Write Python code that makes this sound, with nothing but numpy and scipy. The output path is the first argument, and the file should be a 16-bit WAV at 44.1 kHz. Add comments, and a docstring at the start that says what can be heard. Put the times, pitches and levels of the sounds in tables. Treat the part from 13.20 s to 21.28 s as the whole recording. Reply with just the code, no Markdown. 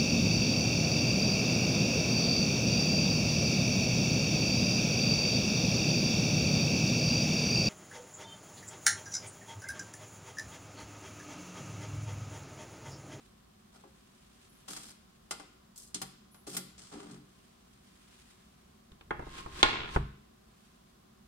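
"""Sleeves brush over a low steady rumble in a small hard kitchen, heard on a stereo pair of microphones.
A little way off, a wooden board carrying a baking tray and a silicone mould is lifted from a steel sink:
scrapes and clicks ring the rim and softly boom the basin, and the shifting grip squeaks thinly.
Close to the microphones it is set down on a glass cover: knocks, short slides, a loud clack that leaves
the tray chattering, then a heavy thump through the worktop. The walls answer each blow."""
import sys
import numpy as np
from scipy import signal
from scipy.fft import irfft, next_fast_len
from scipy.io import wavfile
from scipy.ndimage import uniform_filter1d

SR = 44100
rng = np.random.default_rng(int(sys.argv[2]) if len(sys.argv) > 2 else 0)


def wav_record(signal):
    """Record a signal, one row per channel, as 16-bit PCM in the file named by sys.argv[1]."""
    frames = np.transpose(np.atleast_2d(signal))
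    bounded = np.clip(frames, -1, 1)
    # unit amplitude maps onto the largest positive 16-bit level
    quanta = np.round(bounded * 32767).astype(np.int16)
    wavfile.write(sys.argv[1], SR, quanta)


N = 356283
TAIL, TAPS, OCTAVES = 32768, 2048, 10  # samples of ring-out, samples of filter, noise bands
TIME, AGE = np.arange(N) / SR, np.arange(TAIL) / SR

# room tone spectrum: f/Hz, level/dB
RUMBLE_COLOUR = [(15, -45.5), (25, -21), (49, -4), (156, -15), (193, -2), (331, -16.5), (368, -17),
                 (684, -16.5), (741, -14.5), (895, -21.5), (1020, -14.5), (2010, -25.5), (2490, -26),
                 (3440, -24.5), (15500, -35.5)]
# air humming in the room: f/Hz, width/Hz, level/dB
HUM_BANDS = [(58.7, 10.7, -75), (138, 32, -73.5), (188, 69, -73), (231, 10, -74), (374.3, 27, -74.5)]
# likeness of the room tone at the two microphones: f/Hz, correlation
AIR_CORRELATION = [(60, 0.99), (180, 1), (550, -0.45), (1650, 0.1), (4970, -0.04), (15000, 0.036)]
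# the same for contacts, friction and echo: f/Hz, correlation
MIC_CORRELATION = [(60, 0.56), (130, 0.86), (290, 1), (640, -0.66), (1400, 0.31), (3000, -0.13),
                   (15000, -0.13)]
# arm movements: fastest t/s, level/dB, rise/s, fall/s
SLEEVE_STROKES = [(0.05, -66, 0.15, 0.095), (1.2, -65.5, 0.81, 0.97), (4.3, -69, 0.45, 0.11),
                  (5.0, -63.5, 0.6, 0.4), (7.45, -69, 0.21, 0.27)]
# cloth friction spectrum: f/Hz, level/dB
CLOTH_COLOUR = [(100, -9), (500, -14.5), (1300, -2.5), (3000, 1), (6000, -4), (9000, -2.5), (15000, -23)]
# board scraping the sink: t/s, length/s, base level/dB, mid tilt, top tilt, base boom/dB, boom f/Hz
RIM_SCRAPES = [ (0.525, 0.091, -66, 18, 2, -77, 400), (1.478, 0.23, -48.5, 3, 6, -61.5, 200),
               (2.558, 0.12, -56.5, -25, 8, -75, 280), (3.266, 0.069, -50, -1, 7, -56, 170),
               (3.339, 0.018, -45, 3, 8, -50.5, 433), (3.578, 0.14, -57, 2, -8, -79, 202),
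               (3.712, 0.254, -53.5, 20, -7, -50, 312)]
# board knocking the sink: t/s, level/dB, mid tilt, top tilt, boom/dB, boom f/Hz
RIM_KNOCKS = [ (0.637, -54.5, 40, -9, -51.5, 463), (1.4825, -43.5, 10, 4, -55, 310),
              (1.564, -42.5, 7, 7, -66, 420), (2.109, -32, 8.5, 3, -48.5, 740),
              (2.197, -45.5, 23, -3, -53, 380), (2.577, -47.5, -47, 12, -81, 300),
              (2.744, -32.5, -7.5, -7, -46, 280), (2.816, -34.5, 8.5, 11.5, -50, 212),
              (3.144, -56, 19, 7, -91, 304), (3.268, -47, 19, 6, -42, 400),
              (3.367, -30.5, -1.5, 14.5, -45.5, 195), (3.911, -54.5, -1, -4, -51.5, 154)]
# spectrum of a contact with steel: f/Hz, level/dB
STEEL_COLOUR = [(60, -9), (200, -7), (450, 1.5), (750, -3), (1300, 1.5), (1900, -2.5), (3300, 1.5),
                (5000, 3.5), (6300, 3), (8200, 9), (10500, -1.5), (15500, -19.5)]
# steel resonances: f/Hz, width/Hz, level/dB
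STEEL_PEAKS = [(757, 70, 10), (1168, 32, 3.5), (1405, 19, 5.5), (2060, 23, 4), (3250, 130, 4.5),
               (4170, 34, 5), (4970, 310, 4), (5670, 95, 4), (6490, 130, 4.5), (7740, 110, -3),
               (9420, 68, 3), (10950, 91, -5)]
# the basin's boom: f/Hz, level/dB, t60/s
BASIN_MODES = [ (138, 1, .6), (186, 0, .6), (294, 2, .22), (402, -2, .22), (224, 7, 0.099),
               (356, -6.5, 0.29), (543, -8, 0.3), (677, 6, 0.038), (796, -2, 0.23), (814, 3, 0.15),
               (1150, -9, 0.29)]
# squeaks as the grip shifts: t/s, length/s, level/dB
GRIP_SQUEAKS = [(1.284, 0.16, -66.5), (3.111, 0.15, -63)]
# tones in each squeak: f/Hz, level/dB
GRIP_TONES = [(10290, 0), (12160, -5)]
# board landing on the glass: t/s, level/dB, contact bandwidth/Hz, tray ring re blow/dB, thump/dB
GLASS_BLOWS = [ (5.718, -61, 6100, -5, -55), (5.8097, -53.5, 3400, -13, -67.5),
               (5.9072, -29, 1745, -2.5, -47.5), (5.9937, -38, 1098, -14, -45.5),
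               (6.022, -44, 1000, -13, -54.5), (6.067, -45, 800, -12.5, -49.5),
               (6.2603, -40.5, 1300, -9, -46), (6.4291, -16, 5680, 0.5, -41.5),
               (6.761, -24, 1505, -15.5, -25.5)]
# spectrum of the knocked board: f/Hz, level/dB
WOOD_COLOUR = [(40, -4), (150, -11.5), (350, 1.5), (550, -2.5), (800, 2.5), (1200, -1), (1900, -2),
               (2600, -1.5), (3300, 0.5), (4500, -4.5), (7500, -8.5), (10000, -11.5), (15000, -35.5)]
# the board's balance close to the microphones: f/Hz, left minus right/dB
BOARD_BALANCE = [(100, -2.5), (200, 0.5), (380, 4), (700, -1), (1300, -2.5), (2400, -1.5), (4400, 1.5),
                 (8000, -5)]
# the loaded tray: f/Hz, level/dB, t60/s, left minus right/dB
TRAY_RING = [ (425, -20, .2, 3), (840, -16, .15, -5), (1062, -1.5, .1, -2), (1420, -1.5, .09, -1),
             (1718, -14, .2, 0), (2236, -17, .25, 0), (3926, -14, .12, 3), (3400, 22, .008, 4),
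             (348, -23.5, 0.062, 2.5), (649, -25, 0.027, -7), (3200, -13.5, 0.057, 11.5),
             (3297, -14.5, 0.066, -3.5), (3610, -9.5, 0.035, 9.5), (4670, -19.5, 0.052, 2.5),
             (6800, -21, 0.073, -4)]
# the worktop under the weight: f/Hz, level/dB, t60/s
WORKTOP_RING = [(33, -7.5, .35), (41.3, -6, 0.13), (57.64, 0.5, 0.37), (71.8, -3, 0.16), (86.5, -9, 0.41),
                (129, -6.5, 0.41), (150, -6, 0.37), (205, -18.5, 0.83), (233.2, -28, .45), (320, -19, 0.32),
                (397, -12.5, 0.21)]
# board sliding on the glass: fastest t/s, level/dB, rise/s, fall/s
SLIDE_STROKES = [(6.185, -44, 0.072, 0.043), (6.415, -39.5, 0.062, 0.0073), (6.755, -42, 0.043, 0.018)]
# friction spectrum of wood on glass: f/Hz, level/dB
SLIDE_COLOUR = [(60, -14), (300, -0.5), (700, -2), (1100, 2), (1700, -1.5), (3600, -1), (5500, -7.5),
                (9000, -10.5), (12000, -23), (16000, -30.5)]
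# the tray singing along with a slide: f/Hz, width/Hz, level/dB
TRAY_PEAKS = [(355, 70.2, 6.5), (1066, 13, 19), (1620, 62, 5), (3770, 60, 0.5)]
# the kitchen's decay: f/Hz, t60/s
KITCHEN_T60 = [(80, 0.35), (250, 1), (600, 0.34), (1200, 0.55), (3500, 0.72), (6000, 0.6), (10000, 0.4),
               (15000, .25)]
# spectrum of its echo: f/Hz, level/dB
KITCHEN_COLOUR = [(60, -8), (250, 1), (600, -4.5), (1200, 0.5), (2500, 1), (4500, 0), (6500, -7),
                  (9000, -1), (15000, -5)]


def amp(db):
    """Decibels to gain."""
    return 10 ** (np.asarray(db) / 20)


def sides(db):
    """A left-right difference as dB for each microphone."""
    return np.array([[db / 2], [-db / 2]])


def read(points, hz):
    """A spectrum table read on a log-frequency axis."""
    f, value = np.transpose(points)
    return np.interp(np.log(hz + 1), np.log(f + 1), value)


def peaks(table, hz):
    """Resonances as bumps in dB on a spectrum."""
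    return sum(db / (1 + ((hz - f) / width) ** 2) for f, width, db in table)


def bins(size):
    """Frequencies of a spectrum of this many samples."""
    return np.fft.rfftfreq(size, 1 / SR)


def unit_rms(x):
    """Scales to an rms of one."""
    return x / np.sqrt(np.mean(x ** 2) + 1e-30)


def add(mix, s, sound):
    """Mixes a stereo sound in at time s."""
    part = mix[:, max(round(s * SR), 0):][:, :sound.shape[1]]
    part += sound[:, :part.shape[1]]


def mic_pair(size, correlation):
    """Random spectra for two microphones, alike in the bass."""
    a, b, c, d = rng.standard_normal((4, size // 2 + 1))
    left, unrelated = a + 1j * b, c + 1j * d
    same = np.clip(read(correlation, bins(size)), -1, 1)
    return np.array([left, same * left + np.sqrt(1 - same ** 2) * unrelated])


def noise(colour, correlation):
    """Steady stereo noise of rms one; colour gives the gain at each frequency."""
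    size = next_fast_len(N, True)
    return unit_rms(irfft(mic_pair(size, correlation) * colour(bins(size)), size)[:, :N])


def tint(x, db):
    """Minimum-phase filter with the gains db on the bins of TAPS."""
    log_gain = np.log(amp(np.maximum(db, db.max() - 100)))
    mirrored = np.concatenate([log_gain, log_gain[-2:0:-1]])
    taps = np.fft.ifft(np.exp(np.conj(signal.hilbert(mirrored)))).real
    return signal.fftconvolve(x, taps[None], axes=1)[:, :x.shape[1]]


def dense_modes(t60_of, rise, size):
    """Countless modes: noise of unit energy whose octaves swell quickly and die at their own speed."""
    centres = SR / 2 / 2. ** np.arange(OCTAVES)[::-1]
    octave = np.round(np.interp(np.log(bins(size) + 1), np.log(centres), np.arange(OCTAVES)))
    spectra, t, out = mic_pair(size, MIC_CORRELATION), AGE[:size], 0
    for k, hz in enumerate(centres):
        band = octave == k
        envelope = np.exp(-np.log(1000) * t / t60_of(hz)) * (1 - np.exp(-t / rise))
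        wave = irfft(spectra * band) * envelope
        out = out + wave * np.sqrt(band.mean() / (wave ** 2).sum(1, keepdims=True))
    return out


def burst(db, rise, t60, damping):
    """One contact, with the energy of 10 ms at rms one; the treble dies sooner than the bass."""
    x = tint(dense_modes(lambda hz: t60 * (hz / 2000) ** -damping, rise, size=TAIL // 2), db)
    return unit_rms(x) * np.sqrt(SR / 100 / x.shape[1])


def ring(modes, weights_db, rise, lag):
    """Damped modes set going by a push; the right microphone hears them lag seconds later."""
    t = np.maximum(AGE - np.array([[0], [lag]]), 0)
    waves = (amp(db + weight) * np.exp(-np.log(1000) * t / t60) * np.sin(2 * np.pi * hz * t)
             for (hz, db, t60, *_), weight in zip(modes, weights_db))
    return sum(waves) * (1 - np.exp(-t / rise))


def strokes(rows):
    """Strength over time of movements that each gather speed and then stop."""
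    power = sum(amp(db) ** 2 * np.exp(-2 * np.maximum((s - TIME) / rise, (TIME - s) / fall))
                for s, db, rise, fall in rows)
    return np.sqrt(power)


def rub(strength, colour_db, grain_db, grain_hz):
    """Friction: hiss that follows the stroke and catches unevenly."""
    pole = np.exp(-2 * np.pi * grain_hz / SR)
    catches = unit_rms(signal.lfilter([1], [1, -pole], rng.standard_normal(N)))
    hiss = noise(lambda hz: amp(colour_db(hz)), MIC_CORRELATION)
    return unit_rms(hiss * amp(grain_db * catches)) * strength


def judder(strength, body):
    """Countless small slips keep a body ringing for as long as the stroke lasts."""
    slips = strength * rng.standard_normal(N)
    return signal.fftconvolve(slips[None], body / np.linalg.norm(body[0]), axes=1)[:, :N]


def room_tone(rumble_db=-63):
    """Steady rumble and hiss, with the air humming in a few broad low resonances."""
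    out = amp(rumble_db) * noise(lambda hz: amp(read(RUMBLE_COLOUR, hz)), AIR_CORRELATION)
    for f, width, db in HUM_BANDS:
        out += amp(db) * noise(lambda hz: 1 / (1 + ((hz - f) / width) ** 2), AIR_CORRELATION)
    return out


def sleeves():
    """Cloth brushes faintly with each movement."""
    return rub(strokes(SLEEVE_STROKES), lambda hz: read(CLOTH_COLOUR, hz), grain_db=2.1, grain_hz=25.14)


def spot_db(hz, mid, top):
    """How the place and hardness of a contact tilt the steel's sound, below 5.5 and above 8.5 kHz."""
    return mid * read([(1100, 0.79), (5500, 0)], hz) + top * read([(8500, 0), (13000, 0.9)], hz)


def steel_db(hz, mid, top):
    """The spectrum of one contact with the sink."""
    return read(STEEL_COLOUR, hz) + peaks(STEEL_PEAKS, hz) + spot_db(hz, mid, top)


def basin(boom_hz):
    """A push booms the basin modes near its centre pitch."""
    reach_db = [max(-14 * np.log2(hz / boom_hz) ** 2, -20) for hz, *_ in BASIN_MODES]
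    return ring(BASIN_MODES, reach_db, rise=0.0041, lag=0.00025)


def sink_scrapes(rise_s=0.0032, bite_db=5, bite_s=0.09, sag_db_per_s=26, release_s=0.022):
    """The board's edge digs in, eases off and lets go: the steel hisses and the basin judders."""
    out = np.zeros((2, N))
    for s, length, db, mid, top, boom_db, boom_hz in RIM_SCRAPES:
        age = np.maximum(TIME - s, 0)
        force = amp(bite_db * np.exp(-age / bite_s) - sag_db_per_s * age)
        release = np.exp(-np.maximum(age - length, 0) / release_s)
        press = (1 - np.exp(-age / rise_s)) * force * release
        out += rub(amp(db) * press, lambda hz: steel_db(hz, mid, top), grain_db=3.0, grain_hz=60)
        out += judder(amp(boom_db) * press, basin(boom_hz))
    return out


def sink_knocks(rise_s=0.00044, ring_db=-20, scatter_db=2.5):
    """Bright clicks of the board ring the steel rim and boom the basin."""
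    out, hz = np.zeros((2, N)), bins(TAPS)
    rim = [(f, db, 2.4 / width) for f, width, db in STEEL_PEAKS]  # narrow resonances ring longest
    rim_hz = np.transpose(rim)[0]
    spots = rng.uniform(-1.2, 1, (len(RIM_KNOCKS), len(rim)))  # each spot struck favours other modes
    for (s, db, mid, top, boom_db, boom_hz), spot in zip(RIM_KNOCKS, spots):
        add(out, s, amp(db) * burst(steel_db(hz, mid, top), rise_s, t60=0.1, damping=0.17))
        rim_db = spot_db(rim_hz, mid, top) - max(mid, 0) / 2 + scatter_db * spot
        add(out, s, amp(db + ring_db) * ring(rim, rim_db, rise_s, lag=0.00058))
        add(out, s, amp(boom_db) * basin(boom_hz))
    return out


def grip_squeaks(waver=0.0032):
    """The grip shifts: two high tones start quickly, waver and fade."""
    out = np.zeros((2, N))
    for s, length, db in GRIP_SQUEAKS:
        progress = np.clip((TIME - s) / length, 0, 1)
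        swell = (1 - np.exp(-progress / 0.046)) * np.sqrt(1 - progress)
        for hz, tone_db in GRIP_TONES:
            drift = unit_rms(uniform_filter1d(rng.standard_normal((2, N)), size=200))
            phase = 2 * np.pi * np.cumsum(hz * (1 + waver * drift), 1) / SR
            out += amp(db + tone_db) * swell * np.sin(phase)
    return out


def contact_db(hz, corner_hz):
    """A soft contact cannot shake anything much faster than its own duration."""
    return np.maximum(-10 * np.log10(1 + (hz / corner_hz) ** 6.95), -32)


def set_down():
    """Close blows knock the wood, ring the tray and thump the worktop; gives direct sound and room feed."""
    to_room, hz = np.zeros((2, N)), bins(TAPS)
    thump = ring(WORKTOP_RING, np.zeros(len(WORKTOP_RING)), rise=0.00074, lag=0.000092)
    direct = worktop_drag(thump)
    balance_db = read(BOARD_BALANCE, hz) / 2
    for s, db, corner_hz, ring_db, thump_db in GLASS_BLOWS + tray_chatter():
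        wood_db = read(WOOD_COLOUR, hz) + contact_db(hz, corner_hz)
        wood = burst(wood_db, rise=0.00052, t60=0.042, damping=0.41)
        wood = np.vstack([tint(wood[:1], balance_db), tint(wood[1:], -balance_db)])
        tray_db = [contact_db(f, corner_hz) + sides(side_db) for f, _, _, side_db in TRAY_RING]
        tray = amp(ring_db) * ring(TRAY_RING, tray_db, rise=0.0013, lag=0.00019)
        add(direct, s, amp(db) * wood)
        add(direct, s, amp(db) * tray + amp(thump_db) * thump)
        room_db = -5 + 0.56 * ring_db  # a freely ringing tray sends more into the room
        add(to_room, s, amp(db + room_db) * wood)
        add(to_room, s, amp(db + room_db) * tray / 2)  # only part of the tray's ring goes into the echo
    return direct, to_room


def worktop_drag(thump, from_s=5.84, to_s=6.8, edge_s=0.025, start_db=-56, growth_db_per_s=8):
    """The worktop rumbles under the moving board, louder as the glass takes more of the weight."""
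    on_glass = np.interp(TIME, [from_s, from_s + edge_s, to_s, to_s + edge_s], [0, 1, 1, 0])
    return judder(on_glass * amp(start_db + growth_db_per_s * (TIME - from_s)), thump)


def glass_slides():
    """Wood hisses over the glass, close to the microphones, and the tray sings along."""
    return rub(strokes(SLIDE_STROKES), lambda hz: read(SLIDE_COLOUR, hz) + peaks(TRAY_PEAKS, hz),
               grain_db=1.5, grain_hz=91.5)


def tray_chatter(start_s=6.436, gap_s=0.015, count=18, start_db=-32.5, fall_db_per_s=51):
    """Uneven, ever weaker contacts of the tray after the clack, as rows like GLASS_BLOWS."""
    corner_hz, ring_db, thump_db = 3100, -4, -13  # ring and thump relative to each contact
    ages = gap_s * (np.arange(count) + 0.3 * rng.uniform(-1, 1, count))
    levels = start_db - fall_db_per_s * ages
    return [(start_s + age, db, corner_hz, ring_db, db + thump_db) for age, db in zip(ages, levels)]


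def kitchen(x):
    """The diffuse echo off the hard walls of a small room."""
    tail = dense_modes(lambda hz: read(KITCHEN_T60, hz), rise=0.0023, size=TAIL)
    tail = tint(tail, read(KITCHEN_COLOUR, bins(TAPS)))
    return signal.fftconvolve(x, tail, axes=1)[:, :N]


def scene():
    """From the microphones: the sink farther off and slightly left, the glass close, the room around."""
    sink = (sink_knocks() + sink_scrapes()) * amp(sides(db=1.2))
    blows, blows_to_room = set_down()
    slides = glass_slides()
    cloth = sleeves()
    echo = kitchen(amp(-7.5) * sink + blows_to_room + amp(-6.5) * slides)
    return sink + blows + slides + cloth + grip_squeaks() + echo + room_tone()


def record(dry):
    """The recorder clips at full scale, then cuts the treble above 15.9 kHz."""
    lowpass = signal.firwin(511, 15900, window=("kaiser", 9), fs=SR)
    return signal.oaconvolve(np.clip(dry, -1, 1), lowpass[None], "same", axes=1)


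dry = scene()
out = record(dry)
wav_record(out)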